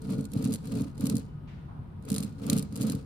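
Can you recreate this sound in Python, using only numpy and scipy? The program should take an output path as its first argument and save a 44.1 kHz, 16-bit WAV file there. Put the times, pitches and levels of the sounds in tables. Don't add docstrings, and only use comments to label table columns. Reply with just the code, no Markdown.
import sys
import numpy as np
from scipy import signal
from scipy.fft import rfft, irfft, next_fast_len
from scipy.io import wavfile
from scipy.ndimage import uniform_filter1d, map_coordinates

SR = 44100
rng = np.random.default_rng(int(sys.argv[2]) if len(sys.argv) > 2 else 0)


def to_wav(s):
    ch = np.atleast_2d(s).T
    pcm = np.round(np.clip(ch, -1, 1) * 32767)
    wavfile.write(sys.argv[1], SR, pcm.astype(np.int16))


N = 134505


def amp(db):
    return 10 ** (np.asarray(db) / 20)


def unit(x):
    return x / np.sqrt(np.mean(x ** 2) + 1e-20)


def along(points, hz):
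    f, value = np.transpose(points)
    return np.interp(np.log(hz + 1), np.log(f + 1), value)


def filtered(x, response):
    size = next_fast_len(N + SR // 2)
    spectrum = rfft(x, size) * response(np.fft.rfftfreq(size, 1 / SR))
    return irfft(spectrum, size)[..., :N]


def coloured(x, curve):
    return filtered(x, lambda f: amp(along(curve, f)))


def resonance(f, centre, width):
    return 1j * f * width / (centre ** 2 - f ** 2 + 1j * f * width)


def noise(alike):
    def blend(f):
        turn = np.arccos(np.clip(along(alike, f), -1, 1)) / 2
        return np.array([np.cos(turn), np.sin(turn)])
    mid, side = filtered(rng.standard_normal((2, N)), blend)
    return np.array([mid + side, mid - side])


def impulses(rows):
    start, db = np.transpose(rows)
    return np.bincount(np.round(start * SR).astype(int), amp(db), N)[:N]


def scatter(rate, spread_db):
    happens = rng.random(N) < rate / SR
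    return happens * amp(spread_db * np.clip(rng.standard_normal(N), -2, 2))


# pitch in Hz, relative level in dB.
SHOP = [(25, -11.5), (50, -2), (90, 1.5), (150, 0.5), (210, -3.5), (300, -12.5), (600, -24), (950, -24.5),
        (1400, -31.5), (2000, -37.5), (4000, -45.5), (7000, -60), (10000, -50.5), (12000, -77),
        (13500, -49), (16000, -79)]
# pitch in Hz, likeness (1 is the same on both sides).
SHOP_ALIKE = [(50, 0.89), (200, 0.94), (500, 0), (2000, 0)]
SHOP_DB = -43.5


def workshop():
    return amp(SHOP_DB) * unit(coloured(noise(SHOP_ALIKE), SHOP)) * amp([[1], [-1]])


# start in seconds, level in dB, centre in Hz, width in octaves,
# time in seconds to fade by 60 dB.
FAR = [(1.472, -57.5, 1590, 0.97, 0.88), (1.68, -52.5, 900, 0.46, 0.83)]
FAR_RISE_S = 0.0049


def far_noises():
    out = np.zeros((2, N))
    for start, db, hz, octaves, t60 in FAR:
        t = np.maximum(np.arange(N) / SR - start, 0)
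        bell = lambda f: np.exp(-.5 * (np.log2((f + 1) / hz) / octaves) ** 2)
        band = unit(filtered(noise(SHOP_ALIKE), bell))
        out += band * amp(db - 60 * t / t60) * (1 - np.exp(-t / FAR_RISE_S))
    return out


def tone(hz, width):
    return unit(filtered(noise(SHOP_ALIKE), lambda f: resonance(f, hz, width) ** 2))


# pitch in Hz, level in dB.
HUM = [(92, -54.5), (146, -49.5), (942, -74), (1254, -73), (1438, -75.5)]
# pitch in Hz, level in dB, loudest moment in seconds,
# seconds from there until it has dropped to about a third.
WHINES = [(1195, -79, 0.08, 0.2), (1445, -62, 0.085, .2), (2961, -78, 1.3, 0.18)]
HUM_WIDTH_HZ, WHINE_WIDTH_HZ = 15.7, 10


def hum():
    t = np.arange(N) / SR
    out = np.zeros((2, N))
    for hz, db in HUM:
        out += amp(db) * tone(hz, HUM_WIDTH_HZ)
    for hz, db, loudest, half in WHINES:
        swell = np.exp(-((t - loudest) / half) ** 2)
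        out += amp(db) * swell * tone(hz, WHINE_WIDTH_HZ)
    return out


# pitch in Hz, seconds to fade by 60 dB.
ROOM_T60 = [(200, 0.68), (2000, 0.54), (5000, 0.62), (12000, 0.15)]


def room(x):
    hz, t, grid = signal.stft(rng.standard_normal((2, SR // 2)), SR, nperseg=256)
    fade = amp(-60 * t / along(ROOM_T60, hz)[:, None])
    tail = signal.istft(grid * fade, SR, nperseg=256)[1]
    return signal.fftconvolve(x, tail / np.linalg.norm(tail[0]), axes=1)[:, :N]


# start in seconds, peak level in dB.
NUDGES = [(1.355, -37), (1.791, -28.5)]
NUDGE_HZ, NUDGE_S = 109, 0.003


def nudges():
    out = np.zeros(N)
    for start, db in NUDGES:
        t = np.maximum(np.arange(N) / SR - start, 0)
        push = t / NUDGE_S * np.exp(1 - t / NUDGE_S)
        out += amp(db) * push * np.sin(2 * np.pi * NUDGE_HZ * t)
    return out


# start, full speed, slowing and stop, all in seconds, then the
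# strength in dB of rumble, grit and scrape.
STROKES = [(-.04, 0.114, 0.13, 0.35, -26, -55.5, -53), (0.292, 0.358, 0.537, 0.604, -27, -57, -55),
           (0.553, 0.769, 0.783, 0.95, -25, -55.5, -50.5), (0.919, 1.052, 1.1, 1.306, -25.5, -54.5, -53.5),
           (2.002, 2.11, 2.218, 2.372, -31, -57, -53.5), (2.323, 2.513, 2.572, 2.704, -24.5, -55, -49),
           (2.664, 2.855, 2.85, 3.093, -24.5, -52.5, -48.5)]
RUMBLE_GROWS, GRIT_GROWS = 1.685, 0.79


def strokes():
    t = np.arange(N) / SR
    speeds = np.array([np.interp(t, row[:4], [0, 1, 1, 0]) for row in STROKES])
    rumble_db, grit_db, scrape_db = np.transpose(STROKES)[4:]
    force = speeds ** RUMBLE_GROWS
    rumbling = amp(rumble_db) @ force
    grit = amp(grit_db) @ force ** GRIT_GROWS
    rub = amp(scrape_db) @ force
    return speeds.sum(0), rumbling, grit, rub


# pitch in Hz, likeness (1 is the same on both sides).
ALIKE = [(500, 0.027), (2000, 0.018), (5500, 0.28), (8000, 0.76), (14000, 1)]
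CONTACT_S, CONTACT_RISE_S = 0.00024, 0.0005


def bursts(hits, t60):
    t = np.arange(SR // 10) / SR
    shape = amp(-60 * np.maximum(t - CONTACT_S, 0) / t60) * (1 - np.exp(-t / CONTACT_RISE_S))
    energy = signal.fftconvolve(hits ** 2, shape ** 2)[:N]
    return np.sqrt(np.abs(energy)) * noise(ALIKE)


# pitch in Hz, width in Hz, relative level in dB.
RINGS = [(4200, 360, -5), (4790, 890, -12), (6760, 310, -5), (7450, 107, -1), (8000, 61, -0.5),
         (8790, 200, -1.5), (9860, 120, 3), (10660, 41, 1), (12270, 290, -6), (12700, 57, 1),
         (14800, 130, -22)]
# pitch in Hz, relative level in dB.
CRACK = [(300, -39), (1200, -22), (2200, -12.5), (4200, -10), (6000, -8.5), (8500, -6), (11500, -7.5),
         (13800, -9.5), (14500, -22), (15400, -33), (16200, -53)]
STEEL_TOP_HZ, LEFT_LAG_S = 13900, 0.000215


def steel(x):
    def response(f):
        ringing = sum(amp(db) * resonance(f, hz, width) for hz, width, db in RINGS)
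        h = amp(along(CRACK, f)) + ringing * f / np.hypot(f, 2000)
        h = h / np.sqrt(1 + (f / STEEL_TOP_HZ) ** 20)
        lag = np.array([np.exp(-2j * np.pi * f * LEFT_LAG_S), np.ones_like(f)])
        return unit(np.abs(h)) * np.exp(1j * np.angle(h)) * lag
    return filtered(x, response)


# pitch in Hz, relative level in dB.
GRIT_COLOUR = [(2000, 5), (4500, 7.5), (7000, 1.5), (10000, 0.5), (11600, -7), (13000, 1.5), (15000, -13)]
# pitch in Hz, relative level in dB.
SCRAPE = [(200, -48), (450, -16), (600, 2.5), (780, 6), (1060, 4), (1250, 9), (1800, -4.5), (2500, -0.5),
          (4500, -6.5), (8000, -12.5), (16000, -21)]
GRAINS_PER_S, GRAIN_SPREAD_DB, GRAIN_T60 = 600, 2, 0.013
SCRAPES_PER_S, CLUMPS_PER_S, CLUMP_DB = 700, 70, 3.2


def grinding(speed, grit, rub):
    cracks = scatter(GRAINS_PER_S * (1 + speed) / 2, GRAIN_SPREAD_DB)
    grains = coloured(steel(bursts(cracks, GRAIN_T60)), GRIT_COLOUR)
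    scrape = coloured(bursts(scatter(SCRAPES_PER_S, spread_db=3.5), t60=0.026), SCRAPE)
    knots = np.clip(rng.standard_normal(N * CLUMPS_PER_S // SR + 4), -2, 1)
    clumps = amp(CLUMP_DB * map_coordinates(knots, [np.arange(N) * CLUMPS_PER_S / SR]))
    crunch = grit * unit(clumps * grains)
    return crunch + rub * unit(clumps * scrape) * amp([[1], [-1]])


# moment in seconds, relative strength in dB.
CLICKS = [(.0185, -44), (.0702, -52), (.1035, -41.5), (.1225, -44), (.162, -59), (.1822, -46), (.2087, -42),
          (.2414, -46), (.2524, -37), (.3173, -43.5), (.3344, -34.5), (.3545, -53), (.4242, -37),
          (.4423, -32), (.4508, -32.5), (.4738, -39), (.4822, -44), (.5075, -42), (.522, -33), (.5281, -32),
          (.5374, -27), (.5467, -32), (.5571, -36), (.6548, -43.5), (.6714, -42), (.6916, -62),
          (.7205, -39.5), (.7525, -41.5), (.7717, -44.5), (.8085, -41), (.8184, -39.5), (.9785, -44),
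          (.9975, -49), (1.008, -35.5), (1.021, -46), (1.04, -41), (1.0555, -31), (1.068, -26.5),
          (1.0974, -24.5), (1.153, -32.5), (1.1672, -29.5), (1.1804, -37.5), (1.1945, -45), (2.0242, -54.5),
          (2.0512, -46), (2.0865, -36.5), (2.1011, -27.5), (2.1172, -29), (2.1274, -32), (2.142, -29),
          (2.1484, -30), (2.162, -25.5), (2.1814, -24), (2.2035, -32.5), (2.2262, -33.5), (2.2328, -33),
          (2.2451, -41.5), (2.4546, -50), (2.4656, -34.5), (2.4987, -15), (2.53, -22), (2.5655, -32),
          (2.576, -28), (2.5838, -26.5), (2.5934, -29), (2.6251, -33.5), (2.7246, -45), (2.7567, -33),
          (2.7622, -32.5), (2.7738, -37), (2.8108, -31), (2.8172, -29), (2.826, -32), (2.832, -32),
          (2.868, -33.5), (2.8975, -26.5), (2.9202, -32), (2.95, -37.5)]
CLICK_DB, CLICK_T60 = -0.5, 0.017


def clicks():
    return amp(CLICK_DB) * steel(bursts(impulses(CLICKS), CLICK_T60))


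# pitch in Hz, relative level in dB.
CLACK = [(250, -30), (520, 0), (720, -3), (1050, -14), (1280, -9), (1900, -26), (5000, -39), (12000, -52)]
# moment in seconds, relative strength in dB,
# pitch of the jolt in Hz.
PITS = [(.099, -25, 226), (.136, -26.5, 214), (.177, -22, 205), (.213, -24, 164), (.352, -18.5, 167),
        (0.385, -23, 225), (.408, -22, 169), (.428, -22, 229), (.446, -19, 250), (.476, -19, 205),
        (0.508, -23, 188), (0.718, -28, 196), (0.758, -22, 223), (0.775, -30, 213), (.799, -20, 261),
        (0.824, -26, 199), (1.027, -18, 215), (1.07, -25.5, 246), (1.106, -26.5, 197), (1.133, -19, 269),
        (1.15, -21.5, 218), (2.107, -18, 209), (2.171, -26, 179), (2.196, -22.5, 178), (2.236, -26.5, 176),
        (2.407, -28.5, 181), (2.452, -44, 181), (2.487, -18.5, 234), (2.518, -14.5, 220), (2.548, -21, 226),
        (2.577, -21.5, 179), (2.719, -29, 201), (2.798, -20.5, 208), (2.834, -21, 185), (2.862, -26, 206),
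        (2.892, -22.5, 171), (2.935, -23, 171)]
CLACK_DB, CLACK_T60 = -15, 0.05
KNOCK_DB, KNOCK_T60, KNOCK_RISE_S = -21, 0.067, 0.005
KNOCK_RATIO, KNOCK_SPREAD = 2.8, 0.144


def clacks():
    hits = impulses([row[:2] for row in PITS])
    knocks, t = np.zeros((2, N + SR)), np.arange(SR // 8) / SR
    shape = amp(-60 * t / KNOCK_T60) * (1 - np.exp(-t / KNOCK_RISE_S))
    for (start, db, hz), (detune, *phases) in zip(PITS, rng.standard_normal((len(PITS), 3))):
        pitch = hz * KNOCK_RATIO * np.exp(KNOCK_SPREAD * detune)
        wave = np.sin(2 * np.pi * pitch * t + np.array(phases)[:, None])
        first = round(start * SR)
        knocks[:, first:first + len(t)] += amp(db + KNOCK_DB) * shape * wave
    return knocks[:, :N] + amp(CLACK_DB) * coloured(bursts(hits, CLACK_T60), CLACK)


JOLT_S, JOLT_DB = 0.0017, 24


def jolts():
    out, t = np.zeros(N + SR), np.arange(SR // 20) / SR
    for start, db, hz in PITS:
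        first = round(start * SR)
        out[first:first + len(t)] += amp(db) * np.exp(-t / JOLT_S) * np.sin(2 * np.pi * hz * t)
    return amp(JOLT_DB) * out[:N] * 2 / (JOLT_S * SR)


# pitch in Hz, width in Hz before the resonance is
# squared, relative level in dB, how much louder the left side is in dB.
BENCH = [(84, 38, -24, 7), (112.4, 24.4, -0.5, 2), (145, 23, 1.5, 0), (187.3, 56, -2, 2),
         (218.4, 38.2, 3.5, -6.5), (265.5, 23.3, 5, 1), (290.5, 92, -9.5, -11.5), (439.6, 33.4, -9, 18),
         (515, 143, -18.5, 11)]


def bench(x):
    def response(f):
        h = 0
        for k, (hz, width, db, pan) in enumerate(BENCH):
            sides = amp(db + np.array([[pan], [-pan]]) / 2)
            h = h + (-1) ** k * sides * resonance(f, hz, width) ** 2
        return h / np.sqrt(np.mean(np.abs(h) ** 2))
    return filtered(x, response)


BUMPS_PER_S, BUMP_SPREAD_DB = 700, 2.5
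STEADY_S = 0.07
RUMBLE_DB, THUMP_DB = -5, 7.5


def rumble(speed, strength):
    bumps = scatter(BUMPS_PER_S * (1 + speed) / 2, BUMP_SPREAD_DB)
    roll = bench(bumps * np.sign(rng.standard_normal(N)))
    power = uniform_filter1d(np.mean(roll ** 2, axis=0), int(STEADY_S * SR))
    roll = roll / np.sqrt(np.abs(power) + 1e-12)
    thumps = bench(jolts() + amp(THUMP_DB) * impulses(CLICKS))
    return amp(RUMBLE_DB) * strength * roll + thumps


ROOM_DB = -20


def scene():
    background = workshop() + far_noises() + hum()
    speed, strength, grit, rub = strokes()
    bearing = nudges() + grinding(speed, grit, rub) + clicks() + clacks() + rumble(speed, strength)
    return background + bearing + amp(ROOM_DB) * room(bearing)


def record(dry):
    return filtered(dry, lambda f: f < 16200)


dry = scene()
out = record(dry)
to_wav(out)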